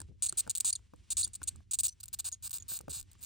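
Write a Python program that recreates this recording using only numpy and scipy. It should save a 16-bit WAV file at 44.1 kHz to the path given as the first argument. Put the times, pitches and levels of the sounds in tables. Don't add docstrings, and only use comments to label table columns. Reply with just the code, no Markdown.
import sys
import numpy as np
from scipy import signal
from scipy.fft import rfft, irfft, next_fast_len
from scipy.io import wavfile
from scipy.ndimage import uniform_filter1d, map_coordinates

SR = 44100
rng = np.random.default_rng(int(sys.argv[2]) if len(sys.argv) > 2 else 0)


def gain_from_decibels(decibels):
    exponent = np.asarray(decibels, float) / 20
    return 10 ** exponent


def bounce(signal):
    frames = np.transpose(np.atleast_2d(signal))
    limited = np.clip(frames, -1, 1)
    pcm = np.round(limited * 32767).astype(np.int16)
    wavfile.write(sys.argv[1], SR, pcm)


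N = 143325

# start_s, level_db
HANDLING_RUMBLE = [(0.0, -56.5), (.2, -57.5), (0.751, -63), (1.3, -57.5), (1.59, -53), (1.63, -62.5),
                   (1.999, -64), (2.55, -62), (3.1, -62), (3.25, -58)]
# frequency_hz, density_db
RUMBLE_SPECTRUM = [(14, -50), (30, -12), (50, 2), (102, 0.5), (125, -11), (166, -13), (400, -25.5),
                   (520, -61), (880, -120)]
# start_s, level_db
RUSTLE_LEVEL = [(0, -74), (.15, -85.5), (.3, -71.5), (.6, -72.5), (.85, -80), (1.08, -79), (1.3, -76),
                (1.55, -72), (1.66, -83.5), (1.97, -79.5), (2.4, -79.5), (2.65, -74.5), (3.05, -77.5),
                (3.25, -74)]
# frequency_hz, density_db
HISS_SPECTRUM = [(250, -10), (450, -15.5), (800, -19.5), (1300, -21), (2900, -16), (4500, -19.5),
                 (9000, -20.5), (11500, -29), (15500, -37.5)]
# start_s, tick_db, body_db, thud_db
FINGER_BUMPS = [(0.002, -47.5, -54, -49), (.016, -52.5, -54, -61), (0.087, -86, -64, -42),
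                (.116, -86, -67, -51), (0.326, -48.5, -49.5, -51), (0.466, -48, -53.5, -59.5),
                (0.476, -45.5, -44.5, -50.5), (0.645, -46.5, -59.5, -52), (0.791, -63, -67.5, -60),
                (0.936, -52, -54.5, -57), (1.27, -59.5, -62, -63.5), (1.417, -40.5, -52, -66.5),
                (1.556, -55.5, -59, -61), (1.604, -62, -64.5, -69.5), (2.717, -49.5, -51.5, -50),
                (2.806, -48.5, -50.5, -55), (2.834, -77, -68, -51.5), (2.881, -42, -41.5, -43.5),
                (2.895, -85, -54, -45), (2.965, -69, -64, -51.5), (3.152, -59, -72, -59.5)]
# pitch_hz, level_db, decay_t60_s
BOWL_MODES = [(1030, 3.5, .014), (1420, 2, .012), (1760, -8.5, .01)]
# pitch_hz, level_db, decay_t60_s
BODY_MODES = [(183.7, -2, 0.019), (271, 3.5, .04), (416, -0.5, 0.058), (549, 7, 0.017)]
# start_s, length_s, level_db, first_gap_ms, last_gap_ms
SUDDEN_TRAINS = [(0.2232, 0.028, -20.5, 2, 3.67), (0.259, 0.014, -19.5, 3.9, 4.3),
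                 (0.496, 0.015, -20, 2.2, 4.1), (0.552, 0.005, -18.5, 3.3, 3.5),
                 (0.575, 0.0066, -21, 4.8, 3.83), (0.602, 0.0067, -17.5, 2.9, 2.3),
                 (0.6464, 0.0592, -20.5, 2, 2.94), (1.1035, 0.028, -23, 1.76, 2.32),
                 (1.169, 0.052, -21, 1.7, 3), (1.276, 0.0031, -34.5, 4.2, 3.13),
                 (1.3517, 0.0076, -29, 2.1, 3.6), (1.4314, 0.0079, -26, 4, 2.9),
                 (1.711, 0.0153, -26.5, 1.57, 3.2), (1.734, 0.019, -22, 0.98, 4),
                 (1.788, 0.0195, -19.5, 1.8, 4), (1.834, 0.035, -20.5, 2.37, 3.07),
                 (2.0817, 0.0039, -35.5, 3.2, 3.1), (2.508, 0.008, -30.5, 2.76, 2.8),
                 (2.53, 0.044, -29, 2.8, 4.7), (2.927, 0.0765, -30.5, 2.13, 4.85),
                 (3.115, 0.0037, -48, 1.6, 3.3), (3.2285, 0.0189, -35, 3.87, 5.9)]
# start_s, length_s, level_db, first_gap_ms, last_gap_ms
SWELLING_TRAINS = [(0.372, 0.035, -21, 1.2, 1.9), (1.3334, 0.011, -30, 2.2, 2.7),
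                   (1.4742, 0.016, -19.5, 1.3, 3.1), (2.002, 0.0077, -34, 1.6, 2.1),
                   (2.031, 0.0084, -29.5, 1.3, 1.4), (2.129, 0.0176, -26.5, 1.2, 2.3),
                   (2.1883, 0.017, -24, 1.2, 2.7), (2.244, 0.0456, -26.5, 1.1, 2.86),
                   (2.425, 0.053, -31.5, 2, 2.5), (2.6819, 0.094, -30.5, 1.63, 4.3),
                   (2.895, 0.024, -30, 1.3, 3.13), (3.208, 0.014, -41, 2.8, 3.92)]
# start_s, level_db
LONE_SNAPS = [(0.0164, -30), (0.476, -40), (0.5642, -24.5), (1.141, -52.5), (1.4983, -50.5), (1.882, -23.5),
              (2.0575, -36.5), (2.3171, -35.5), (2.3275, -39), (2.4949, -36), (2.584, -32), (2.7897, -30.5),
              (2.811, -37), (3.0121, -35), (3.0279, -40.5), (3.1321, -48.5)]
# start_s, level_db
MORE_SNAPS = [(.003, -30), (0.279, -39.5), (.2805, -38), (0.3252, -28), (.7655, -57.5), (0.961, -58),
              (1.227, -43), (1.2655, -40.5), (1.2676, -41), (1.289, -45), (1.5605, -44.5), (1.8969, -40)]
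# centre_hz, width_hz, level_db
THROAT_RESONANCES = [(1157, 1600, -29.5), (3180, 940, -29.5), (4500, 2110, -10), (8000, 2010, 2.5),
                     (12300, 1000, -10), (13800, 1500, -8)]
HEAD_TURN_CHANGE = [7, 8, 2.5, -2, 6, 8.3]
# time_s, top_resonance_db
MOUTH_FACING = [(0.251, -4), (0.392, 5.5), (0.499, -1.5), (0.581, 7.5), (0.679, -5.5), (1.2, -2.5),
                (1.452, -3), (1.8, 3), (1.858, 9.5), (2.03, 0), (2.139, 2.5), (2.272, -5.5), (2.501, 2),
                (2.72, 5), (2.92, -3.5), (3.22, 4.5)]
# start_s, length_s, level_db, first_pitch_hz, last_pitch_hz, glide_ms, half_pitch_db
AIR_WHISTLES = [(0.2866, 0.012, -37, 3975, 4450, 9, -7), (0.726, 0.0098, -40, 3990, 4780, 7.3, -2),
                (0.752, 0.011, -37.5, 4580, 3226, 30, -21.5), (1.2268, .027, -37.5, 2955, 4674, 4, -21),
                (1.244, 0.014, -38.5, 3750, 3460, 5.5, -25), (1.882, 0.015, -43.5, 2617, 2960, 3.7, -12),
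                (1.895, 0.042, -63, 6100, 6050, 2.2, -33), (2.321, 0.024, -44, 6900, 6660, 4.8, -19),
                (2.345, 0.006, -48.5, 4980, 2810, 4.3, -16), (2.599, 0.013, -45.5, 6880, 6940, 1.4, -16),
                (2.622, 0.0097, -47, 6910, 6710, 2.4, -31), (3.182, 0.019, -66.5, 7100, 7440, 3.3, -22)]
# frequency_hz, level_db
PIPE_COLOUR = [(2000, -32), (3000, -22), (4500, -1), (6500, -4.5), (9000, 5), (10500, -16), (15000, -18.5)]
# level_db, decay_t60_s
ECHO_TAILS = [(-5.5, 0.015), (-25.5, .16)]
# frequency_hz, left_lead_rad
PORT_LEAD = [(180, 0.2), (280, 2.5), (750, 2.3), (1100, 0.2), (5500, .15), (7500, -1.5), (9300, -1.7),
             (10300, -3), (13600, -3.2), (14600, -4.1)]
# frequency_hz, likeness_0_to_1
DIRECT_LIKENESS = [(300, .87), (1200, .92), (2500, .97), (5500, .98), (7000, .86), (9300, .86),
                   (10300, .92), (13600, .92), (14600, .82)]
# frequency_hz, likeness_0_to_1
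DIFFUSE_LIKENESS = [(60, 0.49), (150, 0.25), (1000, 0.5), (2500, 0.94), (5800, 0.89), (7000, 0.28),
                    (9300, 1), (10300, 0.68), (15000, 1)]

TOP_HZ = 16900


def unit(x):
    return x / np.sqrt(np.mean(x ** 2) + 1e-30)


def along(points, hz):
    f, v = np.transpose(points)
    return np.interp(np.log(hz + 1), np.log(f + 1), v)


def over_time(points):
    return np.interp(np.arange(N) / SR, *np.transpose(points))


def wobble(rate, n=N):
    return map_coordinates(rng.standard_normal(n // 16), [np.arange(n) * rate / SR])


def filtered(x, response):
    m = next_fast_len(N + SR // 2)
    return irfft(rfft(x, m) * response(np.fft.rfftfreq(m, 1 / SR)), m)[..., :N]


def shaped_noise(spectrum, shape):
    return unit(filtered(rng.standard_normal(shape), lambda hz: gain_from_decibels(along(spectrum, hz))))


def ports(pair, likeness):
    def mixing(hz):
        u = np.arccos(np.clip(along(likeness, hz), 0, 1)) / 2
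        lead = np.exp(0.5j * along(PORT_LEAD, hz))
        left = [np.cos(u) * lead, np.sin(u) * lead]
        right = [np.cos(u) / lead, -np.sin(u) / lead]
        return np.array([left, right])
    return filtered(pair[None], mixing).sum(axis=1)


def add(track, s, x):
    k = max(round(s * SR), 0)
    track[k:k + len(x)] += x[:len(track) - k]


def room_tone():
    t = np.arange(N) / SR
    left_only = [[1], [0]]
    table_turns = 78.6 * np.cumsum(1 + 0.0594 * wobble(6)) / SR
    table_tone = gain_from_decibels(-2.5 + 0.93 * wobble(22)) * np.sin(2 * np.pi * table_turns)
    handling = gain_from_decibels(over_time(HANDLING_RUMBLE) - 1.0 + 2.9 * wobble(18))
    rumble = handling * (shaped_noise(RUMBLE_SPECTRUM, (2, N)) + table_tone * left_only)
    hum = gain_from_decibels(-65.5) * np.sin(2 * np.pi * 100.6 * t) * left_only
    rustle_db = over_time(RUSTLE_LEVEL) + 3.5 + 1.5 * wobble(9.1) + 2 * wobble(46)
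    rustle = gain_from_decibels(rustle_db) * shaped_noise(HISS_SPECTRUM, (2, N))
    return ports(rumble + hum + rustle, DIFFUSE_LIKENESS)


def ringing(modes, t):
    out = np.zeros(len(t))
    for hz, level_db, t60 in modes:
        decay = gain_from_decibels(level_db + rng.normal(0, 2.3) - 60 * t / t60)
        out += decay * np.sin(2 * np.pi * hz * rng.normal(1, 0.14) * t)
    return out


def bumps():
    out = np.zeros(N)
    t = np.arange(SR // 8) / SR
    thud_hz, thud_start_hz, sag_s, rise_s = 72.7, 224.7, 0.01185, 0.0087
    turns = thud_hz * t + (thud_start_hz - thud_hz) * sag_s * (1 - np.exp(-t / sag_s))
    contact = 1 - np.exp(-t / 0.00056)
    for s, tick_db, body_db, thud_db in FINGER_BUMPS:
        scratch = gain_from_decibels(-4.5 - 60 * t / 0.023) * rng.standard_normal(len(t))
        tick = gain_from_decibels(tick_db - 2.5) * (ringing(BOWL_MODES, t) + scratch)
        body = gain_from_decibels(body_db) * ringing(BODY_MODES, t)
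        thud = gain_from_decibels(thud_db + 3 - 60 * t / 0.16) * np.sin(2 * np.pi * turns * rng.normal(1, 0.08))
        add(out, s, (tick + body) * contact + thud * (1 - np.exp(-t / rise_s)))
    return out


def train(s, length, db, first, last, swell_db):
    n = max(round(3000 * length / (2 * first + last)), 1)
    luck = rng.standard_normal((60, 42))
    gaps = first + (last - first) * np.linspace(0, 1, n) ** 2
    gaps = gaps * (1 + 0.04 * luck[:n, -1])
    t = np.append(0, np.cumsum(gaps)) * length / gaps.sum()
    swell_ms = 6.6
    return [(s + u, db - swell_db * np.exp(-1000 * u / swell_ms), row) for u, row in zip(t, luck)]


def throat(hz, part):
    response = np.zeros((3, 2, len(hz)), complex)
    for (centre, width, db), change_db in list(zip(THROAT_RESONANCES, HEAD_TURN_CHANGE))[part]:
        for k in range(3):
            c = centre * (1 + 0.039 * (k - 1))
            band = (1j * hz * width / (c * c - hz * hz + 1j * hz * width)) ** 2
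            for turned in range(2):
                response[k, turned] += gain_from_decibels(db + turned * change_db) * band
    return response


def clicks():
    rows = []
    for call in SUDDEN_TRAINS:
        rows += train(*call, 0.29)
    for call in SWELLING_TRAINS:
        rows += train(*call, 11)
    rows += [(s, db, rng.standard_normal(42)) for s, db in LONE_SNAPS + MORE_SNAPS]
    blows = np.zeros((3, 2, N))
    t = np.arange(40) / SR
    head_turns_s, puff_ms = 1.95, 0.51
    for s, db, luck in rows:
        stretch = np.digitize(luck[40], [-0.43, 0.43])
        puff = 0.15 * luck[1:41] * np.exp(-1000 * t / puff_ms)
        blow = gain_from_decibels(db + 0.1 * luck[0]) * ((t == 0) + puff)
        add(blows[stretch, int(s > head_turns_s)], s, blow)
    low = filtered(blows, lambda hz: throat(hz, slice(0, -1))).sum(axis=(0, 1))
    top = filtered(blows, lambda hz: throat(hz, slice(-1, None))).sum(axis=(0, 1))
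    return gain_from_decibels(18.5) * (low + gain_from_decibels(over_time(MOUTH_FACING)) * top)


def whistles():
    out = np.zeros(N)
    n = 3000
    t = np.arange(n) / SR
    for s, length, db, first_hz, last_hz, glide_ms, half_db in AIR_WHISTLES:
        glide = (1 - np.exp(-1000 * t / glide_ms)) / (1 - np.exp(-1000 * length / glide_ms))
        hz = first_hz + (last_hz - first_hz) * np.minimum(glide, 1)
        hz = hz * (1 + 0.0062 * wobble(700, n))
        turns = np.cumsum(hz) / SR
        tone = np.zeros(n)
        for k in np.arange(1, 7) / 2:
            level_db = along(PIPE_COLOUR, k * hz) + half_db * 2 * (k % 1) + 6.5 * wobble(760, n)
            tone += gain_from_decibels(level_db) * np.sin(2 * np.pi * k * turns) * (k * hz < TOP_HZ)
        fade = np.clip(np.minimum(t / 0.0015, (length - t) / 0.00087), 0, 1)
        add(out, s, gain_from_decibels(db) * tone * fade)
    size = np.sqrt(np.abs(uniform_filter1d(out ** 2, size=45)))
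    return out + gain_from_decibels(-7.5) * size * shaped_noise(PIPE_COLOUR, N)


def echoes(x):
    t = np.arange(SR // 5) / SR
    decay = sum(gain_from_decibels(db) * unit(gain_from_decibels(-60 * t / t60)) for db, t60 in ECHO_TAILS)
    tail = decay * rng.standard_normal((2, len(t))) / np.sqrt(len(t))
    late = np.pad(x, (14, 0))
    return signal.fftconvolve(late[None], tail, axes=1)[:, :N]


def scene():
    near = bumps() + clicks() + whistles()
    direct = ports(np.array([near, near * wobble(900)]), DIRECT_LIKENESS)
    return room_tone() + direct + ports(echoes(near), DIFFUSE_LIKENESS)


def band_limit(x):
    return signal.sosfilt(signal.butter(12, 17030, fs=SR, output="sos"), x)


def record(dry):
    roll_hz = 16100
    mix = filtered(dry, lambda hz: (hz < TOP_HZ) / np.sqrt(1 + (hz / roll_hz) ** 40))
    return band_limit(mix)


dry = scene()
out = record(dry)
bounce(out)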